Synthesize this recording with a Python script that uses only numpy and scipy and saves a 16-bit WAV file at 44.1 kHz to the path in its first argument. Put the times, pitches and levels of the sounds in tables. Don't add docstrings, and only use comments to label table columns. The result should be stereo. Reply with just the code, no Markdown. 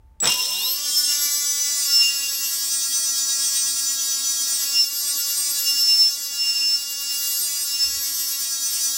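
import sys
import numpy as np
from scipy import signal
from scipy.fft import rfft, irfft, next_fast_len
from scipy.io import wavfile

SR = 44100
rng = np.random.default_rng(int(sys.argv[2]) if len(sys.argv) > 2 else 0)


def dump_mix(stems):
    frames = np.atleast_2d(stems).T
    limited = np.clip(frames, -1, 1)
    pcm = np.round(limited * 32767).astype(np.int16)
    wavfile.write(sys.argv[1], SR, pcm)


N = 395577

# time in seconds, speed in turns per second.
RUNNING_SPEED = [(0.8, 291.4), (1.0, 295), (1.13, 289.3), (1.42, 288.2), (1.74, 285.6), (1.98, 280.3),
                 (2.32, 276.9), (2.79, 274.2), (3.3, 273.5), (3.5, 274.8), (4.17, 272.8), (4.52, 274),
                 (4.85, 281.4), (5.05, 283.8), (5.26, 281.9), (5.44, 283.9), (5.66, 282), (6.03, 279.5),
                 (6.18, 283.0), (6.62, 278), (6.87, 282.4), (7.07, 280.9), (7.58, 284.5), (7.81, 278.2),
                 (8.13, 275.4), (8.35, 276.6), (8.56, 272.8), (8.75, 275.4), (8.97, 272.2)]
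# time in seconds, buzz in dB, treble against the buzz in dB.
RUBBING = [(0.88, -29.5, -2.5), (1.25, -26, -2), (1.5, -28, -1.3), (1.95, -26.5, -5.5), (2.3, -30.5, -1.5),
           (2.9, -29, -2), (3.5, -27.5, -5), (3.7, -29, -2.5), (4.4, -28.5, -2.5), (4.72, -29, -2.5),
           (4.89, -33.5, -2), (5.05, -29, -2.5), (5.45, -28, -2.5), (5.68, -28.5, -2), (6.02, -30.5, -2.5),
           (6.15, -33, -5), (6.55, -32, -3.5), (6.9, -33, -4.5), (7.3, -29, 0.5), (7.6, -30.5, 0),
           (7.9, -30.5, -3.5), (8.15, -31.0, -1), (8.6, -31, -1.5), (8.97, -28.5, -0.5)]
# time in seconds, level in dB.
KNOCKS = [(0.242, -15.5), (0.255, -11), (0.273, -9.5), (0.319, -23), (0.454, -25)]
# multiple of the turning speed, level in dB.
MOTOR_ORDERS = [(1, -60), (2, -57.5), (4, -50), (5, -53), (8, -52), (11, -54.5), (16, -52.5), (20, -55),
                (24, -69), (32, -55.5)]
# pitch in Hz, width in Hz, lift in dB.
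PIPE_MODES = [(2795, 26, 17.5), (5316, 17.4, 18)]
# pitch in Hz, width in Hz, lift in dB.
HOUSING_MODES = [(3220, 32, 24), (3790, 640, 27)]
# level in dB against the buzz, for multiples 1, 2, 3.. of the speed.
STROKE_LEVELS = [-32, -35, -34.5, -28, -22, -23.5, -24.5, -23, -26, -20, -20, -17, -19, -16, -25.5, -12,
                 -10, -9, -10, -8.5, -9.5, -9, -16, -11.5, -16, -13.5, -15, -15, -16.5, -17, -16, -12, -24,
                 -20.5, -18.5, -19.5, -18.5, -25.5, -22.5, -21, -18.5, -16, -20.5, -18.5, -18, -22, -14.5,
                 -15, -15, -16, -23, -20, -18, -14, -13, -13, -14]
# frequency in Hz, relative level in dB per Hz.
GRIT_COLOUR = [(300, -10), (1400, -5.5), (2400, -13.5), (3600, 4), (4300, 1), (5500, 3.5), (7000, -1.5),
               (8000, -1.5), (9800, -2.5), (11000, -10), (15600, -22)]
# frequency in Hz, relative level in dB per Hz.
SCRAPE_COLOUR = [(150, -34), (700, -10), (2400, -13), (3700, 5), (4500, -3.5), (5800, 7), (6800, -3),
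                 (8200, 0), (9800, -8.5), (11000, -11), (15600, -3.5)]
# frequency in Hz, relative level in dB per Hz.
THUD_COLOUR = [(50, -33), (130, 2.5), (250, 2), (500, 3.5), (1500, 3.5), (3000, -1.5), (8000, -27)]
# frequency in Hz, relative level in dB per Hz.
RUMBLE_COLOUR = [(20, -19), (50, 5.5), (75, 3.5), (110, -13), (250, -24), (1000, -49)]
# frequency in Hz, relative level in dB per Hz.
AIR_COLOUR = [(30, -13), (150, -4.5), (900, -8), (3000, -21), (16000, -41)]
# frequency in Hz, left's lead in radians.
PORT_PHASE = [(0, -1), (550, 1.76), (1100, 1.32), (1400, 1.5), (1950, 1.48), (2250, 4), (2800, 2.5),
              (3050, 3), (3600, 0.5), (4150, 0.54), (4400, 0), (4750, 1.41), (6100, 1.61), (7100, -0.35),
              (9150, -3), (10600, -6), (11400, -6.5), (13300, -9.5), (15200, -12)]
# frequency in Hz, left minus right in dB.
PORT_BALANCE = [(300, -0.5), (600, 7), (1300, 2), (2400, 4), (5300, 2), (6200, 5.5), (8000, 0), (15000, 0)]
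# frequency in Hz, likeness (1 is identical).
LIKENESS = [(60, 0.96), (300, 0.93), (700, 0.21), (3000, 0.22), (8000, 0.99), (15000, 0.87)]
# pitch in Hz, width in Hz, lift in dB.
GUARD_MODES = [(1160, 16, -2.5), (2017, 37, 2.5), (2320, 26, 1.5), (2512, 47, 14), (3030, 18, 3),
               (3230, 15.4, 13.5), (4827, 51, -4), (5526, 72, 1.5), (6025, 50, 6.5), (7110, 60, 3),
               (7790, 150, 8.5), (8510, 30.8, 22.5), (9590, 23, 2), (9826, 77, 6), (9955, 142, 12.5),
               (10940, 93, 8.5), (12430, 53, 21), (12400, 45, 8)]
# pitch in Hz, level in dB against the skid.
SQUEAL_TONES = [(1005, -15), (2802, -4), (5315, -5), (12420, 0.5), (15640, -13)]
# frequency in Hz, relative level in dB per Hz.
FAN_COLOUR = [(100, -25), (220, -10), (280, 3), (360, -13), (700, -6), (1400, -14), (3000, -39)]
# middle in seconds, length in seconds, grit lift in dB.
BITES = [(0.9, 0.15, 9), (1.099, 0.17, 11), (1.3, 0.4, 3), (2.33, 0.19, 5), (3.76, 0.23, 7),
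         (4.172, 0.18, 6), (4.566, 0.33, 9.5)]
# middle in seconds, length in seconds, mode pitch in Hz,
# level in dB, left minus right in dB.
SINGS = [(1.964, 0.081, 2795, -26.5, 1.5), (2.01, 0.16, 5315, -11, -0.5), (2.056, 0.091, 2795, -16, -10),
         (2.172, 0.053, 5315, -21, 0), (2.214, 0.11, 5560, -28, 0), (2.234, 0.062, 2795, -22.5, -0.5),
         (2.287, 0.032, 5315, -21, 0), (2.41, 0.04, 5560, -24, 0), (2.43, 0.16, 2795, -28, 0),
         (4.77, 0.12, 5560, -21, 5), (4.78, 0.068, 2795, -21, -1), (4.797, 0.09, 5315, -12.5, 2),
         (5.7, 0.062, 5315, -19.5, 9), (5.736, 0.14, 2795, -22.5, -1), (5.825, 0.094, 5315, -18, 9),
         (5.93, 0.063, 5315, -16, 9), (5.913, 0.041, 2795, -22, -1), (6.04, 0.1, 5315, -15, 10),
         (6.46, 0.15, 2795, -27, 3.5), (6.465, 0.19, 5315, -25.5, 1), (6.587, 0.15, 5315, -22, 9),
         (6.632, 0.048, 2795, -24, -13), (6.712, 0.12, 5315, -17, 7), (7.05, 0.8, 2795, -38, 5),
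         (7.837, .11, 5315, -16.5, -2)]
# start in seconds, length in seconds, level in dB.
WHISTLES = [(.202, 0.034, -4), (0.246, 0.01, -18)]
# middle in seconds, length in seconds, level in dB.
BUMPS = [(0.074, 0.4, -51.5), (2.18, 0.26, -67), (3.678, 0.27, -61), (6.07, 0.07, -56), (6.78, 0.092, -65),
         (7.92, 0.14, -50)]
# pitch in Hz, width in Hz, lift in dB.
BODY_MODES = [(170, 54, 4), (495, 110, 8), (910, 130, 2)]
STEADY_ORDERS = (16, 20)
# middle in seconds, length in seconds, pitch in Hz, level in dB.
FIRST_RING = [(1.102, 0.062, 5330, -20.5), (1.107, 0.05, 2790, -26)]

TIME = np.arange(N) / SR
COARSE_TIME = TIME[::40]
FFT_SIZE = next_fast_len(N + SR // 2)
FREQS_HZ = np.maximum(np.fft.rfftfreq(FFT_SIZE, 1 / SR), 1)
START_S, ROTOR_S, SPIN_UP_S = 0.2185, .235, .5
SPIN_UP_POWER, GOVERNOR_KNEE = 1.05, 14
RIDE_S, SETTLE_S = 0.69, 0.18
WOBBLE_HZ, PUMP_DB = 8.7, 3.0
GRIT_DB, ROUGH_DB = -19.5, -14.5
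THROB_DB, THROB_VARIES, THROB_STRAY_RAD = 2.2, .6, 1.6
SLIP_RAD = .0028
ROOM_T60_S = .45
CUTOFF_HZ = 15780


def from_db(db):
    return np.exp(np.asarray(db) * (np.log(10) / 20))


def rms_one(x):
    return x / np.sqrt(np.mean(x ** 2) + 1e-20)


def in_time(rows):
    s, *columns = np.transpose(rows)
    return [np.interp(TIME, s, column) for column in columns]


def at_hz(points, hz):
    at, values = np.transpose(points)
    return np.interp(np.log(hz), np.log(at), values)


def drift(rate, t=TIME):
    fine = signal.resample_poly(rng.standard_normal(2000), up=8, down=1)
    return np.interp(t * rate * 8, np.arange(len(fine)), fine)


def filtered(x, response):
    return irfft(rfft(x, FFT_SIZE) * response, FFT_SIZE)[..., :N]


def resonate(x, modes):
    out = x.copy()
    for hz, width, lift_db in modes:
        radius = np.exp(-np.pi * width / SR)
        feed = (1 - radius ** 2) / 2 * np.array([1, 0, -1])
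        feedback = [1, -2 * radius * np.cos(2 * np.pi * hz / SR), radius ** 2]
        out += from_db(lift_db) * signal.lfilter(feed, feedback, x + 1e-18)
    return out


def noise(colour):
    mid, side = rfft(rng.standard_normal((2, FFT_SIZE)))
    alike = np.clip(at_hz(LIKENESS, FREQS_HZ), -1, 1)
    pair = np.sqrt(1 + alike) * mid + np.sqrt(1 - alike) * side * [[1], [-1]]
    return rms_one(irfft(pair * from_db(at_hz(colour, FREQS_HZ)), FFT_SIZE)[:, :N])


def ramp(start_s, rise_s):
    return np.clip((TIME - start_s) / rise_s, 0, 1)


def envelope(start_s, attack_s, length_s, release_t60):
    release = np.clip((TIME - start_s - length_s) / release_t60, 0, 2)
    return ramp(start_s, attack_s) * from_db(-60 * release)


def swell(middle_s, length_s):
    return .5 ** np.minimum((2 * (TIME - middle_s) / length_s) ** 2, 20)


def background(air_db=-69, rumble_db=-71, tone_hz=885, tone_db=-67):
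    tone = from_db(tone_db) * np.sin(2 * np.pi * tone_hz * TIME)
    bumps = sum(from_db(db) * swell(s, length) for s, length, db in BUMPS)
    rumble = (from_db(rumble_db) + bumps) * noise(RUMBLE_COLOUR)
    return rumble + from_db(air_db) * noise(AIR_COLOUR) + tone


def whistle(whistle_hz=7790, attack_s=0.0011, quiet_db=-18, growth_db=6, release_t60=0.052,
            tail_db=-8, tail_t60=0.1, octave_db=-17, click_db=-26, click_t60=0.015):
    (first_s, first_length, _), (last_s, last_length, last_db) = WHISTLES
    bursts = sum(from_db(db) * envelope(s, attack_s, length, release_t60) for s, length, db in WHISTLES)
    growth = from_db(quiet_db + growth_db * ramp(first_s, first_length))
    tail = from_db(last_db + tail_db) * envelope(last_s, attack_s, 2 * last_length, tail_t60)
    phase = 2 * np.pi * whistle_hz * TIME
    tone = np.sin(phase) + from_db(octave_db) * np.sin(2 * phase)
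    click = from_db(click_db) * envelope(first_s, 1 / SR, 0, click_t60) * noise(SCRAPE_COLOUR)
    return np.sqrt(2) * (bursts * growth + tail) * tone + click


def jolt(peak_db=-25.0, attack_s=0.021, length_s=0.057, release_t60=0.22):
    return from_db(peak_db) * envelope(START_S, attack_s, length_s, release_t60) * noise(THUD_COLOUR)


def wheel_speed(jitter=0.00101, hunting=0.000403):
    free = (np.maximum(TIME - ROTOR_S, 0) / SPIN_UP_S) ** SPIN_UP_POWER
    governed = free / (1 + free ** GOVERNOR_KNEE) ** (1 / GOVERNOR_KNEE)
    unsteady = 1 + jitter * drift(40) + hunting * drift(16)
    return in_time(RUNNING_SPEED)[0] * governed * unsteady


def motor(angle, speed, low_hz=3050, top_hz=4800, free_db=-6.5, speed_power=0.71, torque_db=5,
          easing_s=0.67, easing_length_s=0.13, loaded_s=1.0, loading_s=0.079, loaded_db=-15):
    hum = sum(from_db(db) * np.sin(k * angle) for k, db in MOTOR_ORDERS if k < 10)
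    hum = resonate(hum, BODY_MODES)
    whine = sum(from_db(db) * np.sin(k * angle) for k, db in MOTOR_ORDERS if k >= 10)
    band = signal.butter(3, [low_hz, top_hz], "band", fs=SR, output="sos")
    whine = signal.sosfilt(band, resonate(whine, HOUSING_MODES))
    starting_db = torque_db * (1 - ramp(easing_s, easing_length_s))
    effort_db = free_db + starting_db + loaded_db * ramp(loaded_s, loading_s)
    return np.sqrt(2) * (speed / speed.max()) ** speed_power * from_db(effort_db) * (hum + whine)


def fan(speed, full_db=-58):
    return from_db(full_db) * (speed / speed.max()) ** 2 * noise(FAN_COLOUR)


def skid_force(grab_s=0.246, attack_s=0.05, grab_db=-19, grab_t60=0.44,
               slide_db=-24, slide_s=0.49, release_t60=0.82):
    grab = from_db(grab_db) * envelope(grab_s, attack_s, attack_s, grab_t60)
    return grab + from_db(slide_db) * envelope(START_S, attack_s, slide_s, release_t60)


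def skid(angle, gain_db=-5, stroke_db=2.0, knock_s=0.0032, dull_hz=7500, brighten_s=0.18):
    force = skid_force() * from_db(gain_db + stroke_db * np.cos(angle))
    for s, db in KNOCKS:
        force = force + from_db(db) * (TIME >= s) * np.exp(-np.abs(TIME - s) / knock_s)
    scrape = noise(SCRAPE_COLOUR)
    dull = filtered(scrape, 1 / (1 + (FREQS_HZ / dull_hz) ** 4))
    return force * (dull + ramp(START_S, brighten_s) * (scrape - dull))


def squeal(waver_db=4.5, slip_rad=0.79, start_s=0.248, attack_s=0.023,
           easy_hz=6000, slow_db=-28, low_hz=2000, fast_db=-12):
    too_slow_db = slow_db * (1 - ramp(START_S, SPIN_UP_S))
    too_fast_db = fast_db * ramp(START_S, SPIN_UP_S)
    tones = np.zeros(N)
    for hz, tone_db in SQUEAL_TONES:
        spin_up_db = (hz > easy_hz) * too_slow_db + (hz < low_hz) * too_fast_db
        height = from_db(tone_db + spin_up_db + waver_db * drift(22.18))
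        tones += height * np.sin(2 * np.pi * hz * TIME + slip_rad * drift(30.3))
    return np.sqrt(2) * ramp(start_s, attack_s) * skid_force() * tones


def first_ring():
    tones = (from_db(db) * swell(s, length) * np.sin(2 * np.pi * hz * TIME)
             for s, length, hz, db in FIRST_RING)
    return np.sqrt(2) * sum(tones)


def wobble(t=TIME):
    rate_hz = WOBBLE_HZ * (1 + 0.0743 * drift(1.487, t))
    return 2 * np.pi * np.cumsum(rate_hz) * t[1]


def pipe(contact, resting_db=3.0, cutting_db=0.0):
    dig_in_s, dig_in_length_s, _ = BITES[1]
    coupling_db = resting_db + (cutting_db - resting_db) * ramp(dig_in_s, dig_in_length_s)
    ring = squeal() + first_ring()
    pumped_db = PUMP_DB * np.cos(wobble())
    for modes, lift_db in ((PIPE_MODES[:1], pumped_db), (PIPE_MODES[1:], 0)):
        drive = contact * from_db(coupling_db + lift_db)
        ring = ring + resonate(drive, modes) - drive
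    return ring


def cutting(grit_follows=0.64):
    buzz_db, treble_db = in_time(RUBBING)
    grit_db = buzz_db.mean() + grit_follows * (buzz_db - buzz_db.mean())
    flares_db = sum(db * swell(s, length) for s, length, db in BITES)
    return buzz_db, treble_db, grit_db + flares_db


def buzz(speed, angle, cut, wander_db=1.7):
    buzz_db, treble_db = (np.interp(COARSE_TIME, TIME, column) for column in cut[:2])
    beat = wobble(COARSE_TIME)
    riding = np.interp(COARSE_TIME, TIME, ramp(RIDE_S, SETTLE_S))
    turn = ((angle + SLIP_RAD * drift(190)) % (2 * np.pi)).astype(np.float32)
    mean_speed, out = np.median(speed), np.zeros(N)
    for k, stroke_db in enumerate(STROKE_LEVELS, 1):
        treble_share = np.clip((k * mean_speed - 7500) / 2500, 0, 1)
        depth_db = THROB_DB * (1 + THROB_VARIES * drift(1.515, COARSE_TIME))
        throb_db = depth_db * np.cos(beat + THROB_STRAY_RAD * drift(2, COARSE_TIME))
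        unsteady_db = (k not in STEADY_ORDERS) * (throb_db + wander_db * drift(24, COARSE_TIME))
        level = from_db(buzz_db + stroke_db + treble_share * treble_db + unsteady_db)
        height = riding * level * (1 + from_db(ROUGH_DB) * drift(130, COARSE_TIME))
        phase = k * turn + float(rng.uniform(0, 2 * np.pi))
        out += np.interp(TIME, COARSE_TIME, height) * np.sin(phase)
    return out


def grit(angle, grit_db, stroke_db=2.5, flicker_db=1):
    level_db = grit_db + GRIT_DB + stroke_db * np.cos(angle) + flicker_db * drift(80)
    return noise(GRIT_COLOUR) * ramp(RIDE_S, SETTLE_S) * from_db(level_db)


def singing(angle, speed, waver_db=1.26, slip_rad=0.31):
    heights = {}
    for s, length, hz, db, pan_db in SINGS:
        k = round(hz / np.interp(s, TIME, speed))
        left_right = from_db([db + pan_db / 2, db - pan_db / 2])
        heights[k] = heights.get(k, 0) + np.outer(left_right, swell(s, length))
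    tones = (height * from_db(waver_db * drift(25)) * np.sin(k * angle + slip_rad * drift(30))
             for k, height in heights.items())
    return np.sqrt(2) * sum(tones)


def ports(x):
    half_lead = np.interp(FREQS_HZ, *np.transpose(PORT_PHASE)) / 2
    left = from_db(at_hz(PORT_BALANCE, FREQS_HZ) / 2) * np.exp(1j * half_lead)
    return filtered(x, np.array([left, 1 / left]))


def workshop(x, wet_db=-11, wall_hz=5000):
    t = TIME[:SR // 2]
    tail = rng.standard_normal((2, len(t))) * from_db(-60 * t / ROOM_T60_S) * (t > .003)
    tail = tail / np.sqrt(np.sum(tail ** 2) / 2)
    tail = signal.sosfilt(signal.butter(2, wall_hz, fs=SR, output="sos"), tail)
    return x + from_db(wet_db) * filtered(x, rfft(tail, FFT_SIZE))


def scene(buzz_gain_db=4.5):
    speed = wheel_speed()
    angle = 2 * np.pi * np.cumsum(speed) / SR
    cut = cutting()
    contact = from_db(buzz_gain_db) * buzz(speed, angle, cut) + grit(angle, cut[2]) + skid(angle)
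    steel = resonate(contact, GUARD_MODES) + pipe(contact) + singing(angle, speed)
    tool = steel + motor(angle, speed) + whistle() + fan(speed) + jolt()
    return workshop(ports(tool)) + background()


def record(dry):
    low_pass = signal.ellip(12, .1, 80, CUTOFF_HZ, fs=SR, output="sos")
    return signal.sosfilt(low_pass, np.clip(dry, -1, 1))


dry = scene()
out = record(dry)
dump_mix(out)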